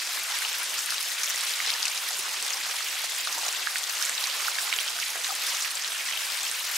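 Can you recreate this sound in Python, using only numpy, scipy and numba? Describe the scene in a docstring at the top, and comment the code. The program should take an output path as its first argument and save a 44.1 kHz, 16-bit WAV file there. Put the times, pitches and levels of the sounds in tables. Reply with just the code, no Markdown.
"""Small larvae wriggle in a heap of damp bran inside a plastic bag, close to a stereo microphone.
Sticky contacts part and flakes snap: thousands of tiny pops a second, each a sine that swells and dies in a few cycles.
Nearby pops stand out with a snap, shreds and short echoes among the folds; brief gliding whistles join them.
The farthest pops blur into a hiss, made of patchy noise whose treble flickers."""
import sys
import numpy as np
from scipy import signal
from scipy.fft import rfft, irfft, next_fast_len
from scipy.io import wavfile
from scipy.ndimage import uniform_filter1d, map_coordinates
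from numba import njit

SR = 44100
rng = np.random.default_rng(int(sys.argv[2]) if len(sys.argv) > 2 else 0)


def to_wav(sig):
    """Store sig (one row per channel, or 1-D mono) as 16-bit WAV at the path in sys.argv[1].

    Samples outside -1..1 are clipped; the rate is SR.
    """
    pcm = np.clip(np.atleast_2d(sig), -1, 1) * 32767
    pcm = np.round(pcm).astype(np.int16)
    wavfile.write(sys.argv[1], SR, pcm.T)  # frames by channels


N = 298557  # samples


def amp(db):
    """Decibels to an amplitude factor."""
    return 10 ** (np.asarray(db) / 20)


def unit(x):
    """Scale x to an RMS of 1."""
    return x / np.sqrt(np.mean(x ** 2) + 1e-20)


def along(points, hz):
    """Read (Hz, value) points on a log frequency axis."""
    point_hz, value = np.transpose(points)
    return np.interp(np.log(hz + 1), np.log(point_hz + 1), value)


def curves(rows):
    """One value per sample for each column after the time."""
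    s, *columns = np.transpose(rows)
    return [np.interp(np.arange(N) / SR, s, column) for column in columns]


def wobble(rate):
    """A smooth random curve, rate knots a second."""
    knots = rng.standard_normal(int(N * rate / SR) + 4)
    return map_coordinates(knots, [np.arange(N) * rate / SR])


def patches(s, hz, rate, per_octave):
    """A smooth random field over time and pitch, read at each pop; rate is in knots a second."""
    knots = rng.standard_normal((int(N * rate / SR) + 4, 24))
    return map_coordinates(knots, [s * rate, np.log2(hz / 100) * per_octave])


def filtered(x, response):
    """x times a response of frequency."""
    m = next_fast_len(N + 8192)
    return irfft(rfft(x, m) * response(np.fft.rfftfreq(m, 1 / SR)), m)[..., :N]


@njit
def add_rings(out, peak, step, rise, left, right):
    """Sines that swell for rise samples and die away, each summed into both channels."""
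    for k in range(len(peak)):
        first = peak[k] - rise[k]
        for n in range(max(int(first) + 1, 0), min(int(first + 8 * rise[k]), out.shape[1])):
            u = (n - first) / rise[k]
            v = u * np.exp(1 - u) * np.sin(step[k] * (n - first))
            out[0, n] += left[k] * v
            out[1, n] += right[k] * v


def pops(s, db, hz, cycles, pan_db, sign):
    """Stereo sum of pops whose swell peaks at s after 0.4 * cycles of ringing, one sample at least."""
    out, lean = np.zeros((2, N)), amp(pan_db)
    size = sign * amp(db) * 2 / (1 + lean)  # the mean of both channels keeps the level
    rise = np.maximum(.4 * cycles / hz * SR, 1)
    add_rings(out, s * SR, 2 * np.pi * hz / SR, rise, size * lean, size)
    return out


# Activity of the whole heap, for crackle and hiss alike; positive pan is left.
# Columns: start_s [s], level_db [dB before the mix], pan_db [dB, left over right]
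ACTIVITY = [(0, -31.5, 0), (.3, -31, 0.5), (1, -31, 1.5), (1.55, -30, -0.8), (2.1, -31.5, 0),
            (2.8, -32.5, -0.5), (3.15, -32.5, 0), (3.45, -31, 0), (3.78, -32.5, 1.5), (4, -31, -0.8),
            (4.38, -30.5, -1.5), (4.9, -31, -1), (5.18, -32.5, -1.5), (5.4, -30, 0.5), (5.7, -31.5, -0.5),
            (6.27, -31.5, -0.5), (6.32, -31.5, 2.5), (6.45, -30.5, 0.5), (6.5, -32.5, 0.5), (6.77, -30, 2)]
# Tone filter over the small pops. Columns: pitch_hz [Hz], gain_db [dB]
CRACKLE_COLOUR = [(40, -55), (120, -47), (300, -25.5), (550, -17.5), (1100, -7), (2600, 1.5), (5200, 7),
                  (8500, 9.5), (12000, 6), (15500, 7)]


def crackle(surge_db, count, centre_hz, octaves, cycles, spread_db, top_db, side_db, clump_db):
    """Countless small pops from the left, middle and right of the heap, louder in clumps of like pitch."""
    TILT_DB, TILT_DRIFT_DB, TILT_RATE = -0.87, 0.5, 4.12  # dB per octave, its random drift, knots a second
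    when, size, place, sign = rng.random((count, 4)).T
    pitch, life, lean = rng.standard_normal((count, 3)).T
    at = (when * (N - 1)).astype(int)
    level_db, pan_db = (column[at] for column in curves(ACTIVITY))
    tilt_db = TILT_DB + TILT_DRIFT_DB * wobble(TILT_RATE)[at]
    hz = np.clip(centre_hz * 2 ** (octaves * pitch), 120, .4 * SR)
    strength_db = top_db * np.tanh(-spread_db * np.log(size + 1e-9) / top_db)  # random, held below top_db
    slow_clumps = patches(at / SR, hz, 12, 1.214)
    quick_clumps = patches(at / SR, hz, 40, 1.215)
    clumps = clump_db * (slow_clumps + 2.2 * quick_clumps)
    db = level_db + surge_db[at] + strength_db + clumps + tilt_db * np.log2(hz / 4000)
    pan = pan_db + side_db * np.round(3 * place - 1.5) + 1.6 * lean
    fizz = pops(at / SR, db, hz, cycles * np.exp(0.62 * life), pan, np.sign(sign - .5))
    fizz = unit(filtered(fizz, lambda f: amp(along(CRACKLE_COLOUR, f))))
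    return fizz * np.sqrt(np.mean(amp(level_db) ** 2))


# Tone filter for the blur of far pops. Columns: pitch_hz [Hz], level_db [dB per Hz, relative]
HISS_COLOUR = [(18, -88), (30, -42), (98, -35.5), (569, -9), (1280, -2.5), (2610, 0.5), (5450, -1),
               (8740, -6.5), (14800, -15), (16000, -33)]
# Likeness of the hiss at the two sides. Columns: pitch_hz [Hz], likeness [1 = identical]
HISS_LIKENESS = [(60, 0.23), (240, 0.59), (950, 0.77), (3770, 0.82), (15000, 1)]


def hiss(patchy_db, flicker_db):
    """Pops too far and too many to tell apart: patchy noise whose treble flickers as a whole."""
    hz, t, z = signal.stft(rng.standard_normal((2, N)), SR, nperseg=512)
    field = uniform_filter1d(rng.standard_normal(z.shape[1:]), 8, 0)
    field = uniform_filter1d(field, 6, 1)
    flicker = np.interp(t * SR, np.arange(N), wobble(8) + 1.1 * wobble(22))
    gain_db = patchy_db * unit(field) + flicker_db * np.outer(hz / 12000, flicker)
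    pair = signal.istft(z * amp(gain_db), SR, nperseg=512)[1][:, :N]

    def mid_side(f):
        turn = np.arccos(np.clip(along(HISS_LIKENESS, f), -1, 1)) / 2
        return amp(along(HISS_COLOUR, f)) * [np.cos(turn), np.sin(turn)]

    mid, side = filtered(pair, mid_side)
    level_db, pan_db = curves(ACTIVITY)
    return amp(level_db + np.outer([.5, -.5], pan_db)) * unit(np.array([mid + side, mid - side]))


# The loudest pops, close to the microphone; levels are for the ring alone, before filter and mix.
# Columns: peak_s [s], level_db [dB], pitch_hz [Hz], pan_db [dB, left over right]
NEAR_POPS = [(0.073, -18, 5700, 4), (0.1815, -21.5, 12750, -8), (0.235, -15, 11900, 4),
             (0.3875, -16, 10170, 1), (0.4071, -22, 13000, 0), (0.4424, -20, 6800, -8),
             (0.45, -15, 2740, 10), (0.4908, -13, 6790, -1), (0.53, -14, 7300, -5), (0.5303, -23, 2530, -4),
             (0.6327, -13, 10170, 1), (0.641, -19, 9700, 2), (0.7912, -12, 7600, -1),
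             (0.8608, -13, 9000, 6), (0.891, -23.5, 1780, 6), (0.9052, -15, 9500, -9),
             (0.9063, -12, 4430, 0), (0.9112, -21, 11200, 0), (0.9226, -24, 1380, 10),
             (0.9238, -19, 4000, 0), (0.9347, -23, 3900, 0), (0.9435, -17, 3900, 0), (0.9497, -22, 5400, 0),
             (0.982, -12.5, 4170, -1), (1.029, -12, 10100, -12), (1.0849, -17, 12100, 15),
             (1.104, -15, 6400, 3), (1.2342, -7.5, 5600, 0), (1.2596, -11, 5800, 1),
             (1.2774, -16.5, 3400, 7), (1.2946, -14, 14380, 1), (1.3005, -13, 6860, 1),
             (1.3084, -23, 12260, 0), (1.36, -12.5, 6410, 0), (1.4094, -12, 8600, -4),
             (1.4149, -15.5, 4900, -12), (1.4501, -17, 10040, 1), (1.4683, -12, 4800, -1),
             (1.475, -15, 3920, 8), (1.5195, -18, 5500, 0), (1.5255, -21, 10500, 0), (1.538, -17, 4280, 14),
             (1.603, -13.5, 2130, -2), (1.6033, -23, 6600, 0), (1.6486, -21, 1920, -3),
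             (1.6633, -14, 5090, 7), (1.675, -20, 7000, 0), (1.7032, -8.5, 3900, 7),
             (1.7089, -18, 11000, 10), (1.725, -20, 2670, -7), (1.736, -15, 4500, 0),
             (1.7395, -10, 4800, 6), (1.759, -20, 5200, 0), (1.825, -16, 6300, 0), (1.829, -7.5, 4530, 6),
             (1.8536, -14, 2670, -2), (1.8554, -8.5, 7160, 10), (1.86, -12, 4830, 6),
             (1.8694, -20, 2530, 0), (1.882, -13, 4770, 12), (1.976, -16, 5390, -2), (1.978, -15, 5090, 11),
             (2.022, -18, 13900, 0), (2.1921, -19, 14380, -14), (2.209, -25, 2550, 0),
             (2.248, -27, 1450, 0), (2.257, -28, 1150, 0), (2.2647, -24, 9550, 5), (2.267, -25, 1750, 0),
             (2.282, -28, 1050, 0), (2.37, -21, 2500, 0), (2.4023, -19, 5250, 8), (2.4095, -25, 6200, 0),
             (2.4262, -11, 8200, -1), (2.4465, -19, 6800, 0), (2.4511, -16, 7190, -3),
             (2.4653, -16, 10270, -4), (2.478, -23, 3500, 0), (2.499, -24, 8700, 0),
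             (2.505, -11.5, 6850, -1), (2.505, -18, 3360, -2), (2.5277, -17, 6800, 6),
             (2.534, -14, 5600, 10), (2.5712, -18, 5750, 3), (2.7587, -15, 8550, -1),
             (2.8465, -19, 14380, -2), (2.8859, -17, 6500, 0), (3.0185, -19, 12600, 0),
             (3.0414, -34, 700, -1), (2.9685, -24, 3400, 0), (2.991, -23, 5000, 0), (3.0205, -23, 6100, 0),
             (3.0486, -19, 9500, -2), (3.0495, -21, 5000, 0), (3.0675, -24, 2700, 0),
             (3.0985, -18, 7900, -6), (3.1015, -19, 12080, 9), (3.1643, -16, 7000, 0),
             (3.1841, -18, 11000, -15), (3.2128, -19, 14380, -15), (3.273, -14, 5090, -2),
             (3.2739, -20, 1370, 0), (3.3273, -14, 6100, -7), (3.3494, -16, 4530, 1),
             (3.3802, -29.5, 920, -4), (3.3829, -15.5, 6640, 4), (3.4183, -19, 4630, 7),
             (3.4334, -29, 885, -8), (3.4677, -31.5, 760, -5), (3.486, -31.5, 790, -4),
             (3.5271, -15, 8100, 0), (3.5694, -28, 6600, 5), (3.667, -16, 4200, -1), (3.672, -13, 1620, -7),
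             (3.7059, -20, 13000, 7), (3.7575, -15.5, 2510, -5), (3.759, -18.5, 1800, -4),
             (3.7635, -20, 3500, 0), (3.7835, -15, 9900, -8), (3.8262, -17, 6950, 4),
             (3.8397, -12.5, 6410, 11), (3.8974, -24, 1810, -10), (3.8964, -13.5, 6940, 10),
             (3.91, -20, 14300, -4), (3.9256, -16, 12810, 6), (3.999, -18, 4650, -1),
             (4.016, -21.5, 1530, -9), (4.0256, -7, 5400, -8), (4.031, -24, 1760, -11),
             (4.052, -9, 7500, -6), (4.06, -12.5, 8000, -6), (4.095, -10, 7930, 2),
             (4.096, -21.5, 1890, -9), (4.1517, -15, 6050, -16), (4.157, -25, 12500, 0),
             (4.18, -15, 4040, 12), (4.196, -23, 12450, 14), (4.21, -21, 12450, 14), (4.241, -12, 4820, 0),
             (4.2561, -17, 2310, -7), (4.2565, -18, 9730, -5), (4.2716, -11, 6100, -1),
             (4.2993, -15, 4530, -8), (4.3131, -14, 3580, -9), (4.3946, -26, 13200, 0),
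             (4.407, -14.5, 5800, -2), (4.43, -15, 4500, -2), (4.4697, -16, 5090, 3),
             (4.4807, -20, 11420, -14), (4.483, -15.5, 1390, -9), (4.5857, -18, 1780, -9),
             (4.625, -14, 7950, -5), (4.727, -10, 2350, -11), (4.738, -14, 3500, -2),
             (4.7635, -13.5, 7150, -1), (4.788, -11, 3100, -9), (4.7959, -20, 5050, -2),
             (4.8013, -17, 5390, 7), (4.8043, -21, 2760, -3), (4.806, -16.5, 8550, 1),
             (4.8802, -17, 5060, -5), (4.8856, -16, 3200, -8), (4.988, -19.5, 1480, -8),
             (5.001, -11.5, 5090, -9), (5.027, -15, 2580, -8), (5.032, -21, 2140, -4),
             (5.039, -16, 4800, 10), (5.103, -19, 6570, 1), (5.1047, -18, 11420, -4), (5.1568, -31, 740, 0),
             (5.171, -37, 690, 0), (5.193, -37, 680, 3), (5.2385, -16, 6970, -1), (5.2452, -14, 4000, -6),
             (5.27, -20, 3390, -8), (5.3208, -18, 14380, 15), (5.352, -12, 9230, 2), (5.4673, -16, 9360, 0),
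             (5.5697, -15, 7160, 2), (5.6477, -17, 2440, -10), (5.6587, -21.5, 1900, -9),
             (5.6605, -21, 11900, 0), (5.7544, -14, 7190, 6), (5.8463, -14, 3810, -1),
             (5.9204, -16, 3310, -7), (5.961, -20, 2960, 1), (5.9835, -21, 6000, 0), (6.0555, -20, 7700, 0),
             (6.1105, -19, 2200, 0), (6.125, -17, 3380, -9), (6.135, -21, 2600, -5), (6.163, -21, 2500, 0),
             (6.173, -20, 2900, 8), (6.1765, -17, 3200, 8), (6.2196, -19, 3390, 6), (6.2885, -22, 4400, 0),
             (6.3173, -21, 13580, 16), (6.3212, -14, 4670, -1), (6.345, -20, 5200, 0),
             (6.3495, -22, 13000, 0), (6.3574, -24, 11800, -9), (6.388, -17, 4300, 0),
             (6.411, -24, 4000, 0), (6.433, -13, 7190, 3), (6.4512, -16, 7010, 1), (6.467, -20, 3000, 0),
             (6.4973, -20, 12450, -8), (6.5144, -10.5, 8550, -9), (6.5557, -20, 6750, 8),
             (6.6296, -19, 12800, 0), (6.7134, -19, 11000, 8)]


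def loud_pops(count):
    """Single contacts that tear loose near the microphone: a ring with a short broad snap and ragged shreds."""
    # count lesser pops fall at random moments, softer away from the middle pitch
    LESSER_DB, LESSER_HZ, LESSER_OCTAVES, LESSER_SIDE_DB = -23.5, 5630, 0.73, 12
    LESSER_TILT_DB = 3  # dB lost per octave either way
    RING_CYCLES = 2.3
    LONG_RING_HZ, MORE_CYCLES = 6370, 1.05  # above this pitch rings gain cycles per octave
    WET_RING_HZ, WET_CYCLES = 4000, .7  # wet pockets gain cycles over the first octave below this pitch
    SNAP_DB, SNAP_SCATTER_DB = -10, 1.5  # against the ring's peak
    SHRED_DB, SHRED_OCTAVES, SHRED_CYCLES = -10.5, .28, 2.6  # against the ring; scatter of pitch and time
    size, pitch, place = rng.standard_normal((count, 3)).T
    lesser_s = rng.random(count) * N / SR
    lesser_db = LESSER_DB + 3.7 * size - LESSER_TILT_DB * LESSER_OCTAVES * np.abs(pitch)
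    lesser_hz = np.clip(LESSER_HZ * 2 ** (LESSER_OCTAVES * pitch), 600, 14500)
    lesser = [lesser_s, lesser_db, lesser_hz, LESSER_SIDE_DB * place]
    s, db, hz, pan_db = np.hstack([lesser, np.transpose(NEAR_POPS)])
    ring, crack, sharp = rng.standard_normal((len(s), 3)).T
    cycles = RING_CYCLES + MORE_CYCLES * np.maximum(np.log2(hz / LONG_RING_HZ), 0)
    cycles = cycles + WET_CYCLES * np.clip(np.log2(WET_RING_HZ / hz), 0, 1)
    snap_hz = np.where(hz < 8000, np.minimum(1.8 * hz, 12000), hz / 2)  # over low rings, under high ones
    snap_db = db + SNAP_DB + SNAP_SCATTER_DB * sharp
    snap = pops(s, snap_db, snap_hz, np.full(len(s), 1.6), pan_db, np.sign(crack))
    near = pops(s, db, hz, cycles, pan_db, np.sign(ring)) + snap
    for late, detune, loud in rng.standard_normal((len(s), 3, 2)).T:  # ragged shreds around and after the ring
        shred_s = s + SHRED_CYCLES * (late + .5) / hz
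        shred_hz = np.minimum(hz * 2 ** (SHRED_OCTAVES * detune), 15000)
        near = near + pops(shred_s, db + SHRED_DB + 2 * loud, shred_hz, cycles, pan_db, np.sign(late))
    return filtered(near, lambda f: (1j * f / (1j * f + 200)) ** 3)  # sources this small radiate no bass


# Echoes among the folds of the bag. Columns: pitch_hz [Hz], t60_s [s, time to fall 60 dB]
BAG_DECAY = [(500, 0.015), (3000, 0.061), (12000, 0.066)]


def folds(x):
    """A short scatter of echoes, as decaying noise; each frequency dies at its own speed."""
    hz, t, z = signal.stft(rng.standard_normal((2, 2048)), SR, nperseg=64)
    decay = amp(-60 * t / along(BAG_DECAY, hz)[:, None])
    tail = signal.istft(z * decay, SR, nperseg=64)[1]
    return signal.fftconvolve(x, tail / np.linalg.norm(tail[0]), axes=1)[:, :N]


# Air squeezed through a wet gap; levels are before the waver and the mix.
# Columns: start_s [s], length_s [s], first_hz [Hz], last_hz [Hz], level_db [dB], pan_db [dB, left over right]
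WET_GAPS = [(1.48, 0.012, 3920, 4400, -30, 4), (1.495, .01, 3800, 3500, -31, 0),
            (1.664, .01, 5300, 5000, -29, 0), (1.67, .009, 4000, 4100, -27, 0),
            (2.529, 0.013, 5590, 4500, -26, 4), (3.202, .0115, 6500, 7900, -28.5, -3),
            (5.283, .028, 867, 700, -40, 11), (5.3, 0.01, 1420, 1140, -31, 6),
            (5.319, .014, 800, 780, -37, 11), (6.125, .012, 3250, 2590, -28, -7),
            (6.44, .006, 7700, 8600, -25, 0)]


def squeaks():
    """Air through wet gaps: brief sines of unsteady level that glide from one pitch to another."""
    out, waver = np.zeros((2, N)), amp(2.2 * wobble(600))
    for s, length, first_hz, last_hz, db, pan_db in WET_GAPS:
        u, at = np.linspace(0, 1, int(length * SR)), int(s * SR)
        phase = 2 * np.pi * np.cumsum(first_hz + (last_hz - first_hz) * u) / SR
        tone = np.sin(phase) * np.sqrt(np.sin(np.pi * u).clip(0))
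        sides = amp(db + np.outer([.5, -.5], pan_db))
        out[:, at:at + len(u)] += sides * tone * waver[at:at + len(u)]
    return out


# The low rustle of the heap swells and sinks. Columns: start_s [s], gain_db [dB]
RUSTLE_SWELL = [(0, -1), (.6, 0.5), (1.8, -1.5), (2.1, 0.5), (2.5, 4.5), (2.8, -0.5), (3.2, 1), (3.47, 2.2),
                (3.7, 1), (4.6, -0.5), (5.2, 0), (5.6, -0.5), (6.77, 0)]


def swell_lows(bed):
    """The change that the swelling rustle makes to the bed, mostly below 900 Hz."""
    lows = filtered(bed, lambda hz: 1 / (1 + (hz / 900) ** 4))
    return lows * (amp(curves(RUSTLE_SWELL)[0]) - 1)


def flicker_bass(heap):
    """The level flickers at random below about 200 Hz, 15 knots a second."""
    bass = filtered(heap, lambda hz: 1 / (1 + (hz / 200) ** 6))
    return heap - bass + bass * amp(7 * wobble(15) - 4.5)


def scene():
    """Mix the heap: small pops and hiss surge together, near pops and squeaks echo in the folds."""
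    surge_db = 0.7 * wobble(14) + 1.5 * wobble(120)  # slower surges and brief bursts
    wet = crackle(surge_db, count=34000, centre_hz=3608, octaves=1.201, cycles=2.427,
                  spread_db=4.2, top_db=7.5, side_db=12.0, clump_db=1)
    flakes = crackle(surge_db, count=4000, centre_hz=11700, octaves=0.2, cycles=2.15,
                     spread_db=7, top_db=1.5, side_db=2.5, clump_db=1.2)
    ticks = crackle(surge_db, count=500, centre_hz=4960, octaves=0.38, cycles=0.63,
                    spread_db=1.0, top_db=2, side_db=10, clump_db=0.2)  # broad, ringless
    far = amp(-3.0 + 0.26 * surge_db) * hiss(patchy_db=1.75, flicker_db=0.86)
    bed = amp(-2.0) * wet + amp(-13.0) * flakes + amp(-15.5) * ticks + far
    loud = loud_pops(count=20) + squeaks()
    heap = bed + swell_lows(bed) + amp(-2.5) * loud + amp(-7.5) * folds(loud)
    return flicker_bass(heap)


def record(dry):
    """The recorder keeps nothing from 15760 Hz up."""
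    return filtered(dry, lambda hz: hz < 15760)


dry = scene()
out = record(dry)
to_wav(out)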